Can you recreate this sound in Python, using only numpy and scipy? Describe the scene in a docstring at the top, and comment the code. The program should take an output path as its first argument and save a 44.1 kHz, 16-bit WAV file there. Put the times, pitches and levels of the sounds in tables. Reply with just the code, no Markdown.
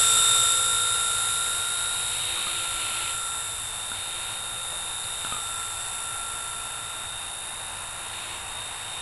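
"""A small electric model helicopter hovers 0.7 m away over a lawn, against a faint outdoor wash and hum.
From the start its motor sings, turning eight times per rotor turn, and an off-centre 64-tooth gear
whines, flutters and rasps. The blades roar whenever it sinks into its own wake: at the outset, then
loudest at 2-3 s as it backs away. Hollow knocks sound nearby, one early and the rest from 2.4 to 5.3 s.
After hanging still near 3 m, the craft drifts off to 5 m and dips into its wake again."""
import sys
import numpy as np
from scipy import signal
from scipy.fft import rfft, irfft, next_fast_len
from scipy.io import wavfile
from scipy.ndimage import uniform_filter1d

SR = 44100
rng = np.random.default_rng(int(sys.argv[2]) if len(sys.argv) > 2 else 0)


def to_wav(s):
    """Save 16-bit WAV."""
    ch = np.atleast_2d(s).T  # columns
    pcm = np.round(np.clip(ch, -1, 1) * 32767)  # PCM
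    wavfile.write(sys.argv[1], SR, pcm.astype(np.int16))


N = 397341
TIME = np.arange(N) / SR
GEAR_TEETH, MOTOR_STEPS = 64, 24  # tooth contacts and torque ripples per rotor turn

# directivity of the ringing frame toward the listener: t/s, gain/dB
FRAME_DIRECTIVITY = [(.3, 4), (1.1, -5.5), (2.6, -9.5), (3.1, -3), (3.55, -5), (4.1, -13), (4.8, -15),
                     (5.35, -3), (6.2, -3), (6.55, -6), (7.4, -11), (8.8, -3)]


def amp(db):
    """Decibel law: 20 dB is a factor of ten in amplitude."""
    return 10 ** (np.asarray(db) / 20)


def unit(x):
    """Normalisation to rms 1."""
    return x / np.sqrt(np.mean(x ** 2) + 1e-20)


def curves(rows):
    """Linear interpolation in time of each column after the first."""
    times, *columns = np.transpose(rows)
    return [np.interp(TIME, times, column) for column in columns]


def beam(rows):
    """Directivity: the gain toward the listener changes as the craft turns and tilts."""
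    return amp(curves(rows)[0])


def colour(x, spectrum):
    """Spectral shaping by rows of f/Hz, gain/dB; the result has rms 1."""
    size = next_fast_len(N, real=True)
    hz, db = np.transpose(spectrum)
    bins = np.fft.rfftfreq(size, 1 / SR)
    gain = amp(np.interp(np.log(bins + 1), np.log(hz), db))
    return unit(irfft(rfft(x, size) * gain, size)[:N])


def wander(bandwidth_hz):
    """Random fluctuation: low-passed Gaussian noise of rms 1."""
    grid = np.linspace(0, TIME[-1], num=4096)
    spectrum = rfft(rng.standard_normal(len(grid)))
    spectrum *= np.exp(-(np.arange(len(spectrum)) / TIME[-1] / bandwidth_hz) ** 2)
    return np.interp(TIME, grid, unit(irfft(spectrum)))


def around(pattern, turns):
    """Periodic interpolation of a pattern that runs once round a wheel."""
    return np.interp(turns % 1, np.linspace(0, 1, len(pattern) + 1), np.append(pattern, pattern[0]))


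def roughness(turns, points, steps):
    """Surface roughness: a band-limited random profile that recurs with each turn."""
    return around(unit(signal.resample(rng.standard_normal(points), steps)), turns)


def slack(turns, width):
    """Eccentricity: 1 where the off-centre gear lets go of the pinion, near 0 where it grips."""
    return np.exp(-((turns % 1 - .5) / width) ** 2)


def far_hum(hz=101.8, level_db=-58.5):
    """Random amplitude and frequency modulation make a distant low hum waver."""
    gain = amp(level_db + 1.6 * wander(5))
    return gain * unit(np.sin(2 * np.pi * np.cumsum(hz + 2.51 * wander(4)) / SR))


def outdoors(rumble_db=-51):
    wash_levels = [(0, -42.5), (3, -43), (9, -40)]  # level of the wash under rising gain: t/s, level/dB
    wash_spectrum = [(150, -13.5), (380, -10), (560, -6.5), (800, 2), (1020, 1.5), (1300, -2.5), (1750, -2),
                     (2300, -9), (2750, 0), (3200, -17.5), (4000, -18), (7000, -18), (12000, -38)]  # its spectral density: f/Hz, relative level/dB
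    rumble_spectrum = [(10, 2), (45, 2), (75, 0.5), (103, -0.5), (140, -5), (220, -13), (500, -37),
                       (2000, -60)]  # that of the rumble: f/Hz, relative level/dB
    wash_db, = curves(wash_levels)
    wash = amp(wash_db + .5 * wander(8.6)) * colour(rng.standard_normal(N), wash_spectrum)
    rumble = amp(rumble_db + .71 * wander(3.6)) * colour(rng.standard_normal(N), rumble_spectrum)
    return wash + rumble


def impacts(bounce_s=.021):
    """Rebound: yields (t/s, level/dB, pitch factor) for knocks and their ever softer, lower bounces."""
    strikes = [(.168, -23.5, 1.02, 0), (2.374, -29, 0.88, .03), (2.47, -25, .96, 0), (3.917, -25, 1.1, .05),
               (4.728, -36.5, 0.48, 0), (5.041, -29, 3.2, 0), (5.249, -21.5, 1.08, .035),
               (5.324, -21, 0.98, .075)]  # knocks and ticks: t/s, level/dB, pitch factor, rattle length/s
    for start, db, pitch, rattle_s in strikes:
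        yield start, db, pitch
        for delay in np.arange(bounce_s, rattle_s, bounce_s):
            yield start + delay, db - 5.5 - 45 * delay, pitch * (1 - .9 * delay)


def knocks(crack_db=-21, crack_s=.004):
    """Modal decay: a small hollow body cracks and rings when struck; higher knocks die sooner."""
    modes = [(260, -19.5, 0.043), (500, -37, 0.017), (960, -15, 0.018), (1285, -4, 0.086), (1380, -7, .03),
             (2600, -9, .012), (3150, -9, 0.011)]  # resonances of the body: f/Hz, relative level/dB, T60/s
    out, t = np.zeros(N), np.arange(SR // 8) / SR
    for start, db, pitch in impacts():
        ring = sum(amp(mode_db - 60 * t * pitch / t60) * np.sin(2 * np.pi * hz * pitch * t)
                   for hz, mode_db, t60 in modes)
        dull_noise = unit(uniform_filter1d(rng.standard_normal(len(t)), size=9))
        crack = amp(crack_db) * np.exp(-t / crack_s) * dull_noise
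        out[round(start * SR):][:len(t)] += amp(db) * (ring + crack)
    return out


def tail_propeller():
    """Blade-passing tone of the tail propeller, whose own motor hunts in speed to hold the heading."""
    tone_track = [(.1, 555, -56), (.65, 514, -48.5), (1.05, 500, -58), (1.8, 512, -61), (2.3, 500, -54),
                  (2.9, 545, -60), (3.5, 525, -70), (4.6, 520, -56.5), (5.4, 530, -73)]  # blade-passing tone: t/s, f/Hz, level/dB
    hz, db = curves(tone_track)
    gain = amp(db + 2.4 * wander(21))
    return gain * unit(np.sin(2 * np.pi * np.cumsum(hz + 3 * wander(14.4)) / SR))


def wake_envelope(calm_db=-57, release_s=.056):
    """Exponential growth and decay: each surge builds, holds, then drops quickly in clean air."""
    dips = [(0, 0.52, -41, .05), (2.3, 0.35, -36.5, .45), (2.82, 0.28, -35, 0.25), (3.96, 0.37, -43, .06),
            (5.24, .1, -45.5, 0.14), (8.2, 0.16, -41.5, 0.25), (8.598, 0.43, -45.5, 0.29)]  # dips into the wake: t/s at full roar, hold/s, level/dB, rise/s
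    gain = np.full(N, amp(calm_db))
    for start, hold_s, db, rise_s in dips:
        before, after = np.maximum(start - TIME, 0), np.maximum(TIME - start - hold_s, 0)
        gain = np.maximum(gain, amp(db) * np.exp(-before / rise_s - after / release_s))
    return gain


def wake_roar(turns, chop=.057, slap=.16, ragged_db=.7):
    """Blade-wake interaction: ragged bursts of air and a hum at three times the blade rate."""
    roar_spectrum = [(200, -18.5), (600, -11.5), (1000, -6), (1700, -9.5), (2200, -0.5), (2750, 3),
                     (3400, -1), (4200, -2), (5000, -18.5), (7000, -19)]  # chopped wake: f/Hz, relative level/dB
    pulsing = (1 + chop * np.cos(2 * np.pi * turns)) * (1 + slap * np.cos(4 * np.pi * turns))
    bursts = pulsing * amp(ragged_db * wander(150))
    hum = amp(-21 + 2.5 * wander(8)) * np.cos(2 * np.pi * 6 * turns + .4 * wander(15))
    return wake_envelope() * (colour(bursts * rng.standard_normal(N), roar_spectrum) + hum)


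def blade_swish(turns, swish_db=-36.5, hum_db=-51.5, chop=.24):
    """Turbulence noise pulses as each of the two blades passes, over their blade-passing tone."""
    swish_spectrum = [(60, -3.5), (110, 3), (170, -9.5), (330, -12), (600, -5), (950, -3.5), (1400, -0.5),
                      (1900, -4), (2750, -0.5), (3300, -1.5), (4200, -2.5), (6000, -27)]  # turbulent air: f/Hz, relative level/dB
    passing = np.cos(4 * np.pi * turns)
    swish = colour(rng.standard_normal(N) * (1 + chop * passing), swish_spectrum)
    return amp(swish_db) * swish + amp(hum_db) * passing


def shaft_tones(turns, orders, levels_db):
    """Rotational harmonics: tones locked to the shafts, each fading in and out as the craft tilts."""
    tones = np.zeros(N)
    for order, db in zip(orders, levels_db):
        fade_db = 1.3 * wander(2) + .8 * wander(30)
        tones += amp(db + fade_db) * unit(np.cos(2 * np.pi * (order * turns + rng.random())))
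    return tones


def drive_whistles(turns, metres, gain_db=8.5, falloff=.78):
    """Power-law attenuation: the drive's thin whistles fade more slowly than 1/r and carry farther."""
    orders = [112, 120, 144, 152, 161, 184, 192]  # whistles: multiples of the rotor speed
    levels = [-66, -58, -56, -51.5, -50.5, -56, -57]  # their strengths: relative level/dB
    return amp(gain_db) / metres ** falloff * shaft_tones(turns, orders, levels)


def motor_overtones(turns, level_db=-28):
    """Structure-borne sound: motor overtones leave through the frame, with half its directivity in dB."""
    orders = [8, 32, 48, 72, 80, 88, 128, 136]  # overtones: multiples of the rotor speed
    levels = [-23, -26, -24, -24, -24, -23, -14.5, -10]  # their strengths: relative level/dB
    return amp(level_db) * np.sqrt(beam(FRAME_DIRECTIVITY)) * shaft_tones(turns, orders, levels)


def motor_throb(turns, level_db=-46.5):
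    """Sidebands: the changing load rocks the motor in its mount, radiating in every direction."""
    rocking = np.cos(2 * np.pi * turns) + .84 * np.sin(4 * np.pi * turns)
    return amp(level_db) * unit(rocking * np.sin(2 * np.pi * MOTOR_STEPS * turns))


def motor_tone(turns, level_db=-28, lag_cycles=.049, shake=.039):
    """Torque ripple: the motor's tone weakens and lags whenever the gear goes slack."""
    directivity = [(0, -5.5), (.8, -2.5), (1.9, -5.5), (2.25, -13), (2.58, -5.5), (3.3, -2), (3.6, -12.5),
                   (4.5, -8), (5.17, -11.5), (5.3, -7.5), (5.6, -1.5), (5.85, -8.5), (6.17, -1), (7, -5),
                   (7.4, -13), (8, -7), (8.6, -16)]  # radiation toward the listener, with deep nulls: t/s, gain/dB
    cycles = MOTOR_STEPS * turns - lag_cycles * slack(turns + .12, width=.31) + .0053 * wander(40)
    load = 1 - .62 * slack(turns - .04, width=.18)
    ripple = load * (1 + shake * wander(40)) * np.cos(2 * np.pi * cycles)
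    return amp(level_db) * beam(directivity) * unit(ripple)


def tooth_scrape(turns, drift=.77, grit_share=.52):
    """Sliding friction: tooth flanks scrape in a slowly shifting pattern, with fresh grit on each pass."""
    unevenness = around(unit(rng.uniform(-1, 1, GEAR_TEETH)), turns)
    force = amp(2.6 * unevenness - slack(turns, width=.14))
    front, back = (roughness(turns, points=512, steps=8192) for _ in range(2))
    aspect = drift * (wander(1.16) + TIME / 2)
    flanks = front * np.cos(aspect) + back * np.sin(aspect)
    return force * (np.sqrt(1 - grit_share) * flanks + np.sqrt(grit_share) * rng.standard_normal(N))


def gear_rasp(turns, rasp_db=-28, frame_db=-33):
    """Forced vibration: the scrape of the teeth is heard as a rasp and also rings the frame."""
    rasp_spectrum = [(1500, -38), (3800, -23.5), (4500, -13), (5200, -23), (5600, -15), (6400, -18.5),
                     (7200, -3), (8400, -11.5), (9200, -0.5), (10000, 2), (10600, 3), (11200, -3),
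                     (11700, -13), (12000, -30), (12300, -40)]  # scraping teeth: f/Hz, relative level/dB
    frame_response = [(4700, -36), (5250, -36), (5600, -10.5), (6300, -41), (6900, -31), (7300, -6),
                      (7750, 5), (8000, -3), (8400, -8), (9200, -22.5)]  # frame resonances: f/Hz, relative level/dB
    scrape = tooth_scrape(turns)
    ring = amp(frame_db) * beam(FRAME_DIRECTIVITY) * colour(scrape, frame_response)
    return amp(rasp_db) * colour(scrape, rasp_spectrum) + ring


def gear_whine(turns, level_db=-26.5, slack_turns=.13, rebound=.047, skew=.45):
    """Modulated mesh tone: once a turn the teeth let go and it drops out, returns sharp and slides down."""
    directivity = [(0, -3.5), (.3, 1.3), (.55, -1.5), (.85, -1.1), (1.15, -4), (2, -3.5), (2.35, -1.5),
                   (2.8, -4.3), (3.65, -4.5), (3.9, -2.5), (5.35, -2), (5.75, -4.5), (6.3, -4.5),
                   (7.15, -1.1), (7.95, -5), (8.2, -0.5), (8.45, -3.5), (8.6, 3), (8.75, -3), (8.95, 2)]  # radiation toward the listener: t/s, gain/dB
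    offset = (turns % 1 - .5) / slack_turns
    depth = 1.08 + .12 * wander(2)
    # complex envelopes carry both amplitude and phase
    grip = 1 - slack(turns, slack_turns) * (depth * (1 - rebound * offset ** 2) + 1j * skew * offset)
    bite_strength = (.42 + .24 * wander(2)) * slack(turns - .2, width=.11)
    bite = bite_strength * np.exp(2j * np.pi * 3 * (turns - .72))  # three orders above the mesh tone
    tooth_errors = .08 * roughness(turns, points=12, steps=256)
    shake = .085 * (wander(130) + 1j * wander(130))
    mesh = (grip + bite + tooth_errors + shake) * np.exp(2j * np.pi * GEAR_TEETH * turns)
    return amp(level_db) * beam(directivity) * unit(mesh.real)


def scene():
    """Spherical spreading: gear, motor and blade swish, driven by one rotor angle, fall off as 1/r."""
    rotor_speed = [(0, 56.75), (.25, 57.05), (.45, 57.04), (.85, 57.49), (1.3, 57.5), (2, 58.32),
                   (2.8, 57.05), (3.4, 57.02), (3.68, 56.68), (4.33, 57.62), (4.72, 57.12), (5.1, 57.35),
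                   (5.6, 56.72), (6.3, 57), (6.5, 56.75), (6.85, 57.17), (8, 57.53), (9.01, 57.4)]  # rotation rate of the rotor: t/s, f/Hz
    flight_path = [(0, 0.7), (.45, 0.9), (.65, 1.13), (1.3, 1.28), (2, 1.63), (3.9, 2.68), (5.9, 2.8),
                   (8.6, 4.9)]  # range from the listener: t/s, r/m
    speed_hz, = curves(rotor_speed)
    metres, = curves(flight_path)
    turns = np.cumsum(speed_hz + .0296 * wander(9.5)) / SR
    gear = gear_rasp(turns) + gear_whine(turns)
    motor = motor_tone(turns) + motor_throb(turns) + motor_overtones(turns)
    whistles = drive_whistles(turns, metres)
    craft = (gear + motor + blade_swish(turns)) / metres + whistles + wake_roar(turns) + tail_propeller()
    return (craft + knocks() + outdoors() + far_hum())[None]


def record(dry, cutoff_hz=12300):
    """Band limiting: a linear-phase low-pass filter removes the highest treble."""
    low_pass = signal.firwin(1023, cutoff_hz, window=("kaiser", 9), fs=SR)
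    return signal.oaconvolve(dry, low_pass[None], "same")


dry = scene()
out = record(dry)
to_wav(out)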